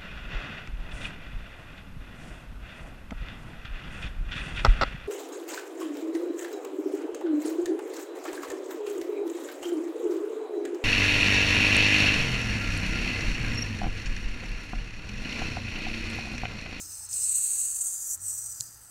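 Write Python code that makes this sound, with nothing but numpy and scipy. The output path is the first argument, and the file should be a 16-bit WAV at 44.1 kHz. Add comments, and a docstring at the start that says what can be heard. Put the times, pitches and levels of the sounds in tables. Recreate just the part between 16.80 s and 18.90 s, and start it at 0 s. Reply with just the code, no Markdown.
"""A small hand-held servo whirs in three hissing bursts, close by in a quiet room.
Uneven gear-tooth impacts and sliding friction excite case resonances near 8 kHz, a rasp and a treble hiss.
Damped sine modes with falling chirps make a few sharp clicks; filtered grains make the rustle of handling.
Beneath lie spectrally shaped room noise, wavering mains lines and a low hum that comes and goes."""
import sys
import numpy as np
from scipy import signal
from scipy.fft import rfft, irfft
from scipy.io import wavfile
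from scipy.ndimage import map_coordinates

SR = 44100
rng = np.random.default_rng(int(sys.argv[2]) if len(sys.argv) > 2 else 0)


def transcribe(signal):
    """Save signal, clipped to [-1, 1], as a 16-bit WAV file at the path in sys.argv[1]."""
    frames = np.atleast_2d(signal).T
    limited = np.clip(frames, -1, 1)
    pcm = np.round(limited * 32767).astype(np.int16)
    wavfile.write(sys.argv[1], SR, pcm)


N = 92610
TIME = np.arange(N) / SR  # s


def from_db(db):
    """Level as a logarithm: decibels to amplitude gain."""
    return 10 ** (np.asarray(db) / 20)


def rms_one(x):
    """Normalisation of mean power: scale to rms 1."""
    return x / np.sqrt(np.mean(x ** 2) + 1e-20)


def in_time(rows):
    """Linear interpolation of a curve in time; one array per column after the first."""
    times, *columns = np.transpose(rows)
    return [np.interp(TIME, times, column) for column in columns]


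def drift(rate_hz):
    """Low-passed noise as a random wander: two equal real poles, rms 1."""
    r = np.exp(-2 * np.pi * rate_hz / SR)
    wander = signal.lfilter([1], [1, -2 * r, r * r], rng.standard_normal(2 * N))
    return rms_one(wander[N:])  # the first half lets the filter settle


def colour(x, spectrum, size=4096):
    """Minimum-phase filtering: a causal body with the given magnitude spectrum; rms 1."""
    hz, db = np.transpose(spectrum)
    grid = np.maximum(np.fft.rfftfreq(size, 1 / SR), 1)
    magnitude = from_db(np.interp(np.log(grid), np.log(hz), db))
    cepstrum = irfft(np.log(magnitude))
    causal = 2 * cepstrum * (np.arange(size) < size // 2)  # folding gives minimum phase
    response = irfft(np.exp(rfft(causal)))
    return rms_one(signal.fftconvolve(x, response)[:N])


def dying(age, t60):
    """Exponential decay of a damped mode: 60 dB in t60 seconds."""
    return from_db(-60 * age / t60)


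def resonance(x, hz, width_hz):
    """Heterodyne band-pass: shift to zero, low-pass, shift back, so the centre may move; rms 1."""
    carrier = np.exp(2j * np.pi * np.cumsum(hz * np.ones(N)) / SR)
    r = np.exp(-np.pi * width_hz / SR)
    baseband = signal.lfilter([1], [1, -2 * r, r * r], x / carrier)
    return rms_one((baseband * carrier).real)


def turning(x, modes):
    """Modal superposition with gliding resonances as the servo is turned in the hand; rms 1."""
    # turn from lying flat towards upright: t/s, share/1
    turn_curve = [(.65, 0.1), (1.2, 0.78)]
    turn, = in_time(turn_curve)
    return rms_one(sum(from_db(db) * resonance(x, flat + (upright - flat) * turn, width)
                       for flat, upright, width, db in modes))


def low_hum(rough=0.45, rumble_width_hz=120):
    """Tone plus narrow-band noise: a rough hum that fades, then returns and rises in pitch."""
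    # pitch and rms level of the tone: t/s, f/Hz, level/dB
    hum_curve = [(0, 90, -60), (.35, 90, -61), (.78, 88, -69), (.95, 88, -82), (1.32, 90, -80),
                 (1.39, 92, -56), (1.52, 101, -61), (1.78, 112, -62), (1.95, 113, -60), (2.0, 112, -76)]
    hz, db = in_time(hum_curve)
    tone = np.sqrt(2) * np.sin(2 * np.pi * np.cumsum(hz) / SR)
    rumble = resonance(rng.standard_normal(N), hz, rumble_width_hz)
    return from_db(db) * (tone + rough * rumble)


def mains_hum(waver_db=4.4):
    """Amplitude-modulated line spectrum: steady pitches whose levels waver at random."""
    # mains lines, rms level without the waver: f/Hz, level/dB
    mains_lines = [(59.5, -71.5), (301, -81)]
    hum = np.zeros(N)
    for hz, db in mains_lines:
        level = from_db(db + waver_db * drift(3.2))
        hum += level * np.sin(2 * np.pi * (hz * TIME + rng.random()))
    return np.sqrt(2) * hum


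def room_noise(level_db=-60.5):
    """Spectrally shaped noise, with weak room resonances as narrow bands."""
    # relative spectral density of the room: f/Hz, level/dB per Hz
    room_spectrum = [(25, -6.5), (60, 2), (140, -4.5), (220, -16), (1400, -11.5), (1850, -10.5),
                     (2100, -20), (3300, -25), (4500, -17), (15000, -26.5)]
    # faint room resonances: f/Hz, width/Hz, level/dB
    room_bands = [(893, 54, -77), (1346, 160, -70.5)]
    room = from_db(level_db) * colour(rng.standard_normal(N), room_spectrum)
    drone = sum(from_db(db) * resonance(rng.standard_normal(N), hz, width) for hz, width, db in room_bands)
    return room + drone


def background():
    """Linear superposition of the low hum, the mains hum and the room noise."""
    return low_hum() + mains_hum() + room_noise()


def clicks(attack_s=0.00025):
    """Impulse response of damped modes, with a falling chirp; a soft thump swells and fades around it."""
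    # sharp clicks: t/s, snap level/dB, chirp level/dB, settled chirp pitch f/Hz
    click_events = [(0.33, -25, -26.5, 4870), (0.442, -41, -30, 4980), (1.8037, -23.5, -46, 4200),
                    (1.808, -12.5, -26.5, 4040)]
    # modes relative to the snap: f/Hz, level/dB, t60/s
    snap_modes = [(7000, 4.5, 0.0031), (6600, -6.5, 0.0019), (10700, -12, 0.0028)]
    chirp_drop_hz, chirp_fall_s, chirp_t60_s = 2300, .0009, .017
    thump_hz, thump_t60_s, thump_db = 114, 0.1, -27.5  # level relative to the snap
    out = np.zeros(N)
    for s, db, chirp_db, settled_hz in click_events:
        age = np.maximum(TIME - s, 0)
        attack = np.sin(np.pi / 2 * np.minimum(age / attack_s, 1)) ** 2
        snap = sum(from_db(level) * dying(age, t60) * np.sin(2 * np.pi * hz * age)
                   for hz, level, t60 in snap_modes)
        # cycles: the integral of a pitch that falls exponentially
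        turns = settled_hz * age + chirp_drop_hz * chirp_fall_s * (1 - np.exp(-age / chirp_fall_s))
        chirp = from_db(chirp_db - db) * dying(age, chirp_t60_s) * np.sin(2 * np.pi * turns)
        thump_envelope = from_db(thump_db) * dying(np.abs(TIME - s), thump_t60_s)
        thump = thump_envelope * np.sin(2 * np.pi * thump_hz * (TIME - s))
        out += from_db(db) * (attack * (snap + chirp) + thump)
    return out


def rustle(grains_per_s=6000, spread_db=1.74, low_cut_hz=4000):
    """Dry friction as random micro-impacts, filtered by resonances that glide with the turn."""
    # rustle resonances: f lying flat/Hz, f upright/Hz, width/Hz, relative level/dB
    rustle_modes = [(5360, 4840, 430, -1.5), (6100, 6300, 800, 3), (13900, 17000, 2400, -3)]
    # rms level of the rustle: t/s, level/dB
    rustle_curve = [(0, -45.5), (.255, -48), (.28, -54.5), (.315, -48), (.34, -44.5), (.46, -44),
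                    (.56, -79), (1.25, -51), (1.39, -80), (1.85, -49.5), (2.1, -65.5)]
    db, = in_time(rustle_curve)
    struck = rng.random(N) < grains_per_s / SR
    grains = struck * rng.standard_normal(N) * from_db(spread_db * drift(38))
    high_pass = signal.butter(8, low_cut_hz, "high", fs=SR, output="sos")
    return from_db(db) * turning(signal.sosfilt(high_pass, grains), rustle_modes)


def hand_rubs(rub_s=0.045, width_hz=60):
    """Narrow-band noise under Gaussian envelopes: soft, dull rubs of the hand."""
    # rubs at their peaks: t/s, f/Hz, level/dB
    rub_events = [(.07, 315, -67.5), (0.229, 870, -65), (.39, 500, -69)]
    out = np.zeros(N)
    for s, hz, db in rub_events:
        envelope = np.exp(-((TIME - s) / rub_s) ** 2)
        out += from_db(db) * envelope * resonance(rng.standard_normal(N), hz, width_hz)
    return out


def tooth_contacts(jitter=.14, spread_db=3):
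    """Quasi-periodic impulse train: uneven tooth ticks of random strength at the gear speed; rms 1."""
    # gear speed: t/s, tooth contacts per s/Hz
    speed_curve = [(0, 1154), (.58, 1233), (.85, 1067), (1.34, 1265), (1.4, 560), (2.1, 900)]
    rate, = in_time(speed_curve)
    teeth = np.cumsum(rate) / SR
    count = N // 10  # more than enough ticks
    marks = np.cumsum(np.exp(jitter * rng.standard_normal(count)))
    strengths = from_db(spread_db * np.clip(rng.standard_normal(count), -2, 2))
    sizes = strengths * rng.choice([-1, 1], count)
    at = np.searchsorted(teeth, marks)
    ticks = np.bincount(at, sizes, N + 1)[:N]
    return rms_one(ticks / np.sqrt(rate))  # even power at every speed


def servo(catch_t60_s=0.011, mode_width_hz=70):
    """Source-filter principle: tooth ticks and friction drive case resonances that change with the grip."""
    # the three bursts and the run-out: t/s, and before trims case ring, rasp and treble level/dB
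    burst_rows = [(0.0, -49, -44.5, -56), (0.016, -47, -42, -53.5), (0.034, -46.5, -51, -57),
                  (0.252, -39, -52, -54), (0.266, -43, -47, -68), (0.274, -63, -69, -58)] + [(0.287, -52, -68, -69), (0.291, -42.5, -45, -57),
                                        (0.334, -30, -37.5, -45.5), (0.439, -26.5, -35.5, -43),
                                        (0.447, -22, -34, -41), (0.484, -29, -37, -47),
                                        (0.496, -21.5, -34, -42), (0.536, -30.5, -37, -43),
                                        (0.548, -23, -31, -45), (0.564, -24.5, -33, -39),
                                        (0.89, -31.5, -35.5, -44), (0.992, -32.5, -34.5, -41.5),
                                        (1.01, -28.5, -33, -46.5), (1.04, -34, -35, -39),
                                        (1.056, -29.5, -33.5, -42.5), (1.186, -41.5, -36.5, -44.5),
                                        (1.265, -37.5, -34.5, -42), (1.298, -42, -35.5, -42),
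                                        (1.312, -34, -32, -41.5), (1.348, -32.5, -33.5, -41.5),
                                        (1.368, -62, -58, -55)] + [(1.372, -62, -54, -62),
                                                             (1.413, -45.5, -44.5, -61),
                                                             (1.418, -43, -47.5, -54),
                                                             (1.477, -29, -38, -45.5),
                                                             (1.578, -38, -39, -49), (1.702, -41, -43, -53),
                                                             (1.784, -53, -45.5, -54),
                                                             (1.798, -64, -41, -52)] + [(1.825, -49.5, -47, -52.5),
                                                                                  (1.949, -54.5, -55.5, -59),
                                                                                  (1.961, -58, -63, -60.5),
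                                                                                  (2.1, -51, -57, -60)]
    # relative spectral densities of ring, rasp and treble, loosely held: f/Hz, level/dB per Hz
    ring_spectrum = [(5500, -52), (7000, -23), (7650, -3.5), (8120, 0), (8500, -1.5), (9100, -8.5),
                     (9900, -35.5), (15000, -49.5)]
    rasp_loose = [(2500, -46), (3900, -28), (4600, -51), (5400, -31.5), (6100, -7.5), (6600, -1.5),
                  (7350, 3.5), (8950, -8.5), (12000, -53.5)]
    treble_loose = [(6500, -43.5), (8500, -2), (9500, 1), (10200, 3), (11400, 2), (13000, -7), (14200, -8),
                    (15800, -8)]
    # rasp and treble with the fingers closed round the case: f/Hz, relative level/dB per Hz
    rasp_closed = [(3300, -46.5), (4300, -25.5), (5500, -20), (5930, -0.5), (6400, -10), (7300, 0),
                   (8400, -8.5), (9000, -6), (10000, -22.5)]
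    treble_closed = [(6000, -44), (10000, -4), (12200, -2), (12950, -8.5), (15800, -12.5)]
    # grip: t/s, share/1
    grip_curve = [(1.18, 0.098), (1.42, 0.97)]
    # lower case resonances: f lying flat/Hz, f upright/Hz, width/Hz, relative level/dB
    low_modes = [(2710, 2970, 710, -0.5), (4286, 4750, 740, 5)]
    # their joint rms level: t/s, level/dB
    low_curve = [(.28, -63), (.34, -53.5), (.62, -52), (.95, -58), (1.15, -67), (1.38, -106), (1.46, -62),
                 (1.6, -72)]
    # narrow modes within the case ring: f/Hz, level relative to the untrimmed ring/dB
    narrow_modes = [(7780, -15), (8045, -8), (8232, -10)]
    # the gears catch as they start: t/s, level/dB
    catch_events = [(.2895, -38), (1.376, -35.5), (1.417, -34)]
    ring_db, rasp_db, treble_db = -2.5, 1, 2  # trims
    friction_db = -1.5  # relative to the ticks

    ring, rasp, treble = from_db(in_time(burst_rows))
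    low, = from_db(in_time(low_curve))
    grip, = in_time(grip_curve)
    ticks = tooth_contacts()
    flutter = from_db(1.2 * drift(41))  # spread in dB, rate in Hz

    def drive():
        """Common excitation: each tooth strikes all parts at once; friction is fresh for each part."""
        return flutter * (ticks + from_db(friction_db) * rng.standard_normal(N))

    def held(loose, gripped):
        """Linear crossfade from the loosely held case to the gripped one."""
        x = drive()
        return (1 - grip) * colour(x, loose) + grip * colour(x, gripped)

    catches = sum(from_db(db) * (TIME > s) * dying(np.abs(TIME - s), catch_t60_s) for s, db in catch_events)
    case = (from_db(ring_db) * ring + catches) * colour(drive(), ring_spectrum)
    rasping = from_db(rasp_db) * rasp * held(rasp_loose, rasp_closed)
    hiss = from_db(treble_db) * treble * held(treble_loose, treble_closed)
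    low_case = low * turning(drive(), low_modes)
    # random signs make the drive of each narrow mode noise-like
    narrow = sum(from_db(db) * resonance(drive() * rng.choice([-1, 1], N), hz, mode_width_hz)
                 for hz, db in narrow_modes)
    return case + rasping + hiss + low_case + ring * narrow


def reflected(x, sway_s=.00005):
    """Image sources: near surfaces add delayed copies that shift as the hand sways."""
    # echoes from hand and furniture, relative to the direct sound: delay t/s, level/dB
    echo_paths = [(.0015, -32), (.0037, -21.5), (.0062, -15)]
    out = x.copy()
    for delay, db in echo_paths:
        heard_from = (TIME - delay - sway_s * drift(1.34)) * SR
        out += from_db(db) * map_coordinates(x, [heard_from], order=3)
    return out


def scene():
    """Linear superposition: the servo in the hand with its echoes, the clicks and the room; mono."""
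    in_hand = servo() + rustle() + hand_rubs()
    return (reflected(in_hand) + clicks() + background())[None]


def record(dry):
    """Band limiting: an elliptic low-pass cuts the top steeply."""
    low_pass = signal.ellip(12, .1, 80, 15720, fs=SR, output="sos")  # ripple dB, stop dB, cutoff Hz
    return signal.sosfilt(low_pass, dry)


dry = scene()
out = record(dry)
transcribe(out)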